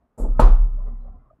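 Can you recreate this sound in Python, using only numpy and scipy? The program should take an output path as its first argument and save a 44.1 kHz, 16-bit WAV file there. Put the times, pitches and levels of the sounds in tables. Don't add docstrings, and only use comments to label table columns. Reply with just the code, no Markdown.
import sys
import numpy as np
from scipy import signal
from scipy.fft import rfft, irfft, next_fast_len
from scipy.io import wavfile

SR = 44100
rng = np.random.default_rng(int(sys.argv[2]) if len(sys.argv) > 2 else 0)


def inscribe(sig):
    pcm = np.round(np.clip(np.atleast_2d(sig).T, -1, 1) * 32767)
    wavfile.write(sys.argv[1], SR, pcm.astype(np.int16))


N = 61739
T = np.arange(N) / SR
CRACK_S, CRACK_RISE_S = 0.3982, 0.0005
TOP_BUILD_S = 0.00093
ECHO_RISE_S = 0.013


def from_db(db):
    return 10 ** (np.asarray(db) / 20)


def rms_one(x):
    return x / np.sqrt(np.mean(x ** 2) + 1e-20)


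def envelope(start, rise, hold, t60):
    return np.clip((T - start) / rise, 0, 1) * from_db(-60 * np.maximum(T - start - hold, 0) / t60)


def ring(start, hz, t60):
    age = np.maximum(T - start, 0)
    return np.sin(2 * np.pi * hz * age) * from_db(-60 * age / t60)


def noise(colour, skirt_db_per_octave=37.5):
    size = next_fast_len(N)
    hz = np.maximum(np.fft.rfftfreq(size, 1 / SR), 1)
    points_hz, points_db = np.transpose(colour)
    octaves_outside = np.abs(np.log2(hz / np.clip(hz, points_hz[0], points_hz[-1])))
    db = np.interp(np.log(hz), np.log(points_hz), points_db) - skirt_db_per_octave * octaves_outside
    return rms_one(irfft(rfft(rng.standard_normal(size)) * from_db(db), size)[:N])


def resonant_noise(hz, width_hz):
    b, a = signal.iirpeak(hz, hz / (2 * width_hz), fs=SR)
    return rms_one(signal.lfilter(b, a, signal.lfilter(b, a, rng.standard_normal(N))))


def room_tone():
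    # (frequency [Hz], relative level [dB])
    colour = [(30, -0.5), (90, -14), (220, -9), (650, -15), (1200, -18.5), (2000, -31.5), (4000, -45.5),
              (14000, -49)]
    return from_db(-72) * noise(colour)


def small_pieces(rise_s=0.0047):
    # (time [s], level [dB], pitch [Hz])
    taps = [(1.300, -51, 1222), (1.307, -47.5, 626), (1.328, -53, 649), (1.335, -49.5, 45),
            (1.387, -56, 244)]
    # (time [s], level [dB], pitch [Hz])
    ticks = [(0.735, -79, 2800), (0.868, -69.5, 1963), (0.948, -74.5, 1990), (1.008, -85.5, 4040),
             (1.19, -79.5, 2050)]
    return sum(from_db(db) * envelope(s, rise_s, rise_s, t60) * np.sin(2 * np.pi * hz * (T - s))
               for touches, t60 in [(taps, 0.041), (ticks, 0.22)] for s, db, hz in touches)


def rubs():
    # (peak time [s], length [s], rub level [dB], pitch [Hz], bump level [dB])
    strokes = [(0.028, 0.055, -74, 694, -64), (0.299, 0.039, -61.5, 1263, -47.5),
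               (0.382, 0.049, -54, 1273, -37.5), (0.805, 0.045, -56.5, 601, -54.5),
               (0.801, 0.079, -67.5, 1041, -55), (0.874, 0.046, -53, 427, -53),
               (0.883, 0.023, -61.5, 1190, -50.5), (0.931, 0.044, -64, 798, -48),
               (1.056, 0.041, -60, 529, -68), (1.086, 0.028, -57.5, 758, -49),
               (1.149, 0.055, -64, 713, -49.5), (1.217, 0.032, -68, 1298, -66),
               (1.268, 0.04, -64.5, 1121, -76)]
    # (frequency [Hz], relative level [dB])
    friction_colour = [(330, -14), (440, -2), (610, 6), (780, -4.5), (880, -7.5), (1100, -1.5), (1340, -8),
                       (1420, -15.5), (1650, -27), (1970, -19.5), (2200, -35), (4000, -41)]
    # (frequency [Hz], relative level [dB])
    bump_colour = [(55, 6.5), (72, 1), (95, -11.5), (160, -10.5), (230, -5), (310, -25)]
    friction = from_db(-4.5) * noise(friction_colour)
    bump = noise(bump_colour)
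    rubbing = np.zeros(N)
    for s, length, db, hz, bump_db in strokes:
        swell = np.exp(-2 * ((T - s) / length) ** 2)
        scrape = friction + resonant_noise(hz, width_hz=32)
        rubbing += swell * (from_db(db) * scrape + from_db(bump_db) * bump)
    return rubbing


def room_echo(start_s=0.396):
    # (frequency [Hz], relative level [dB])
    colour = [(80, -12.5), (130, -2), (260, 2.5), (400, -3.5), (600, -2.5), (760, -0.5), (1030, 2),
              (1340, -4.5), (1420, -7), (1600, -15), (2250, -23.5), (2800, -24), (4500, -27), (8000, -37),
              (13000, -48.5)]
    # (band centre [Hz], t60 [s])
    decays = [(100, 0.63), (260, 0.43), (700, 0.44), (1200, 0.37), (2000, 0.42), (4800, 0.33), (8000, 0.32),
              (13000, 0.089)]
    centres, t60s = np.transpose(decays)
    size = next_fast_len(N)
    diffuse = rfft(noise(colour), size)
    log_hz = np.log(np.fft.rfftfreq(size, 1 / SR) + 1)
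    tail = np.zeros(N)
    for one_band, t60 in zip(np.eye(len(t60s)), t60s):
        crossover = np.interp(log_hz, np.log(centres), one_band)
        tail += irfft(diffuse * crossover, size)[:N] * envelope(start_s, ECHO_RISE_S, 0, t60)
    return from_db(-18.5) * tail


def shiver(sway, smoothing_hz=9, follow_db_per_db=0.46):
    # (frequency [Hz], relative level [dB])
    colour = [(60, 16), (100, -0.5), (240, -7.5), (330, -11), (600, -19), (900, -21), (1340, -16.5),
              (1420, -29.5), (1650, -38), (2300, -46), (6000, -61)]
    # (frequency [Hz], nominal width [Hz], relative level [dB])
    loose_modes = [(124.1, 6.7, -1.5), (174.1, 2.7, -10), (236.5, 8, -9.5), (447, 45, -18),
                   (754.5, 26, -16), (1016.5, 23, -16)]
    power = signal.sosfilt(signal.bessel(2, smoothing_hz, fs=SR, output="sos"), sway ** 2)
    drive = np.maximum(2 * power, 0) ** (follow_db_per_db / 2)
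    ringing = sum(from_db(db) * resonant_noise(hz, width_hz) for hz, width_hz, db in loose_modes)
    return drive * (from_db(-39.5) * noise(colour) + from_db(-42) * ringing)


def table_sway(hand_s=1.102, damping_db_per_s=98):
    # (time [s], level [dB], build-up [s])
    loads = [(0.195, -1.5, 0.26), (0.414, -1, 0.052)]
    # (frequency [Hz], relative level [dB], t60 [s], signed weight)
    modes = [(29.88, 3, 0.58, -1), (33.22, -3.5, 1.467, 1), (37.46, 5, 0.65, 0.39), (42.16, 9, 0.57, 0.47)]
    sway = np.zeros(N)
    for s, db, build_s in loads:
        build_up = 1 - np.exp(-np.maximum(T - s, 0) / build_s)
        for hz, mode_db, t60, weight in modes:
            sway += from_db(db + mode_db) * weight * ring(s, hz, t60) * build_up
    return sway * from_db(-damping_db_per_s * np.maximum(T - hand_s, 0))


def strike_top(s, db, contact_ms):
    # (frequency [Hz], relative level [dB], t60 [s])
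    modes = [(121.8, -24.5, .4), (169, -17.5, 0.083), (224, -13.5, .06), (237.7, -28, 0.3),
             (379.4, -29, 0.33), (496, -20, 0.18), (610, -4.5, 0.032), (873.5, -7.5, 0.047),
             (858, -31, 0.37), (1037, -26.5, 0.18), (1268, -14.5, 0.04), (1190, -31.5, .22),
             (1261, -40, 0.53)]
    body = sum(from_db(db + mode_db) * ring(s, hz, t60) for hz, mode_db, t60 in modes)
    attack = np.clip((T - s) / TOP_BUILD_S, 0, 1)
    force = np.exp(-0.5 * (np.arange(-90, 91) / (contact_ms * SR / 4000)) ** 2)
    return np.convolve(body * attack, force / force.sum(), "same")


def first_touch(start_s=0.1765, slide_cutoff_hz=13100):
    # (frequency [Hz], relative level [dB])
    thud_colour = [(70, 3), (130, -10), (250, 5), (370, -5), (520, -1.5), (800, -15), (1200, -22.5),
                   (1700, -38.5), (3600, -55)]
    # (frequency [Hz], relative level [dB])
    slide_colour = [(3000, -23), (5500, -9), (6100, -14), (6900, 2.5), (9000, -3.5), (11700, -5.5)]
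    # (frequency [Hz], relative level [dB])
    slide_modes = [(7500, -1.5), (8030, 0), (9450, -4.5), (10300, -8.5), (11250, -5.5), (12750, -7)]
    # (time [s], level [dB])
    bumps = [(0.178, -29), (0.1985, -21.5), (0.2465, -18), (0.268, -26.5)]
    thud = from_db(-34) * noise(thud_colour) * envelope(start_s, rise=0.0091, hold=0.08, t60=0.3)
    ringing = sum(from_db(db) * resonant_noise(hz, width_hz=260) for hz, db in slide_modes)
    lowpass = signal.butter(16, slide_cutoff_hz, fs=SR, output="sos")
    hiss = signal.sosfilt(lowpass, noise(slide_colour) + from_db(-4.5) * ringing)
    slide = from_db(-58) * hiss * envelope(start_s, rise=0.0092, hold=0.039, t60=0.24)
    return thud + slide + sum(strike_top(s, db, contact_ms=1) for s, db in bumps)


def tool_ring(decay_stretch=2.6):
    # (frequency [Hz], level [dB], t60 [s])
    modes = [(2790, -49.5, 0.34), (4164, -43, 0.14), (4870, -49.5, 0.14), (5970, -53, 0.17),
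             (7270, -42.5, .1), (9460, -39, 0.07), (10370, -47, .07), (11920, -49, .1), (13130, -48, .07),
             (14140, -58.5, .09)]
    attack = np.clip((T - CRACK_S) / CRACK_RISE_S, 0, 1)
    direct = attack * sum(from_db(db) * ring(CRACK_S, hz, t60) for hz, db, t60 in modes)
    shimmer = sum(from_db(db) * resonant_noise(hz, width_hz=100)
                  * envelope(CRACK_S, ECHO_RISE_S, 0, decay_stretch * t60) for hz, db, t60 in modes)
    return direct + from_db(-16.5) * shimmer


def knock(crunch_s=0.3939, rebound_s=0.408):
    # (time [s], level [dB], contact time [ms])
    contacts = [(0.3947, 2, 0.23), (0.4025, -17, 0.22)]
    # (frequency [Hz], relative level [dB])
    grit_colour = [(1300, 6.5), (1900, -9.5), (2300, -9.5), (4500, -14.5), (7000, -25), (12000, -34.5)]
    # (frequency [Hz], relative level [dB])
    crack_colour = [(1500, 16), (2500, 1.5), (4400, 5.5), (6400, -5), (7800, 7), (11000, -16.5),
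                    (14000, -15.5)]
    body = sum(strike_top(s, db, contact_ms) for s, db, contact_ms in contacts)
    crunch = from_db(-38.5) * noise(grit_colour) * envelope(crunch_s, TOP_BUILD_S, hold=0, t60=0.07)
    snaps = sum(from_db(db) * envelope(s, CRACK_RISE_S, hold=0, t60=0.018)
                for s, db in [(CRACK_S, -33), (rebound_s, -41.5)])
    tail = from_db(-46.5) * envelope(CRACK_S, CRACK_RISE_S, hold=0, t60=0.11)
    return body + crunch + (snaps + tail) * noise(crack_colour)


def scene():
    sway = table_sway()
    handling = rubs() + small_pieces()
    tool = first_touch() + knock() + tool_ring()
    return (tool + room_echo() + sway + shiver(sway) + handling + room_tone())[None]


def record(dry):
    ceiling, cutoff_hz = 0.97, 14700
    rounded = dry / (1 + (dry / ceiling) ** 12) ** (1 / 12)
    return signal.sosfilt(signal.cheby2(16, 50, cutoff_hz, fs=SR, output="sos"), rounded)


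dry = scene()
out = record(dry)
inscribe(out)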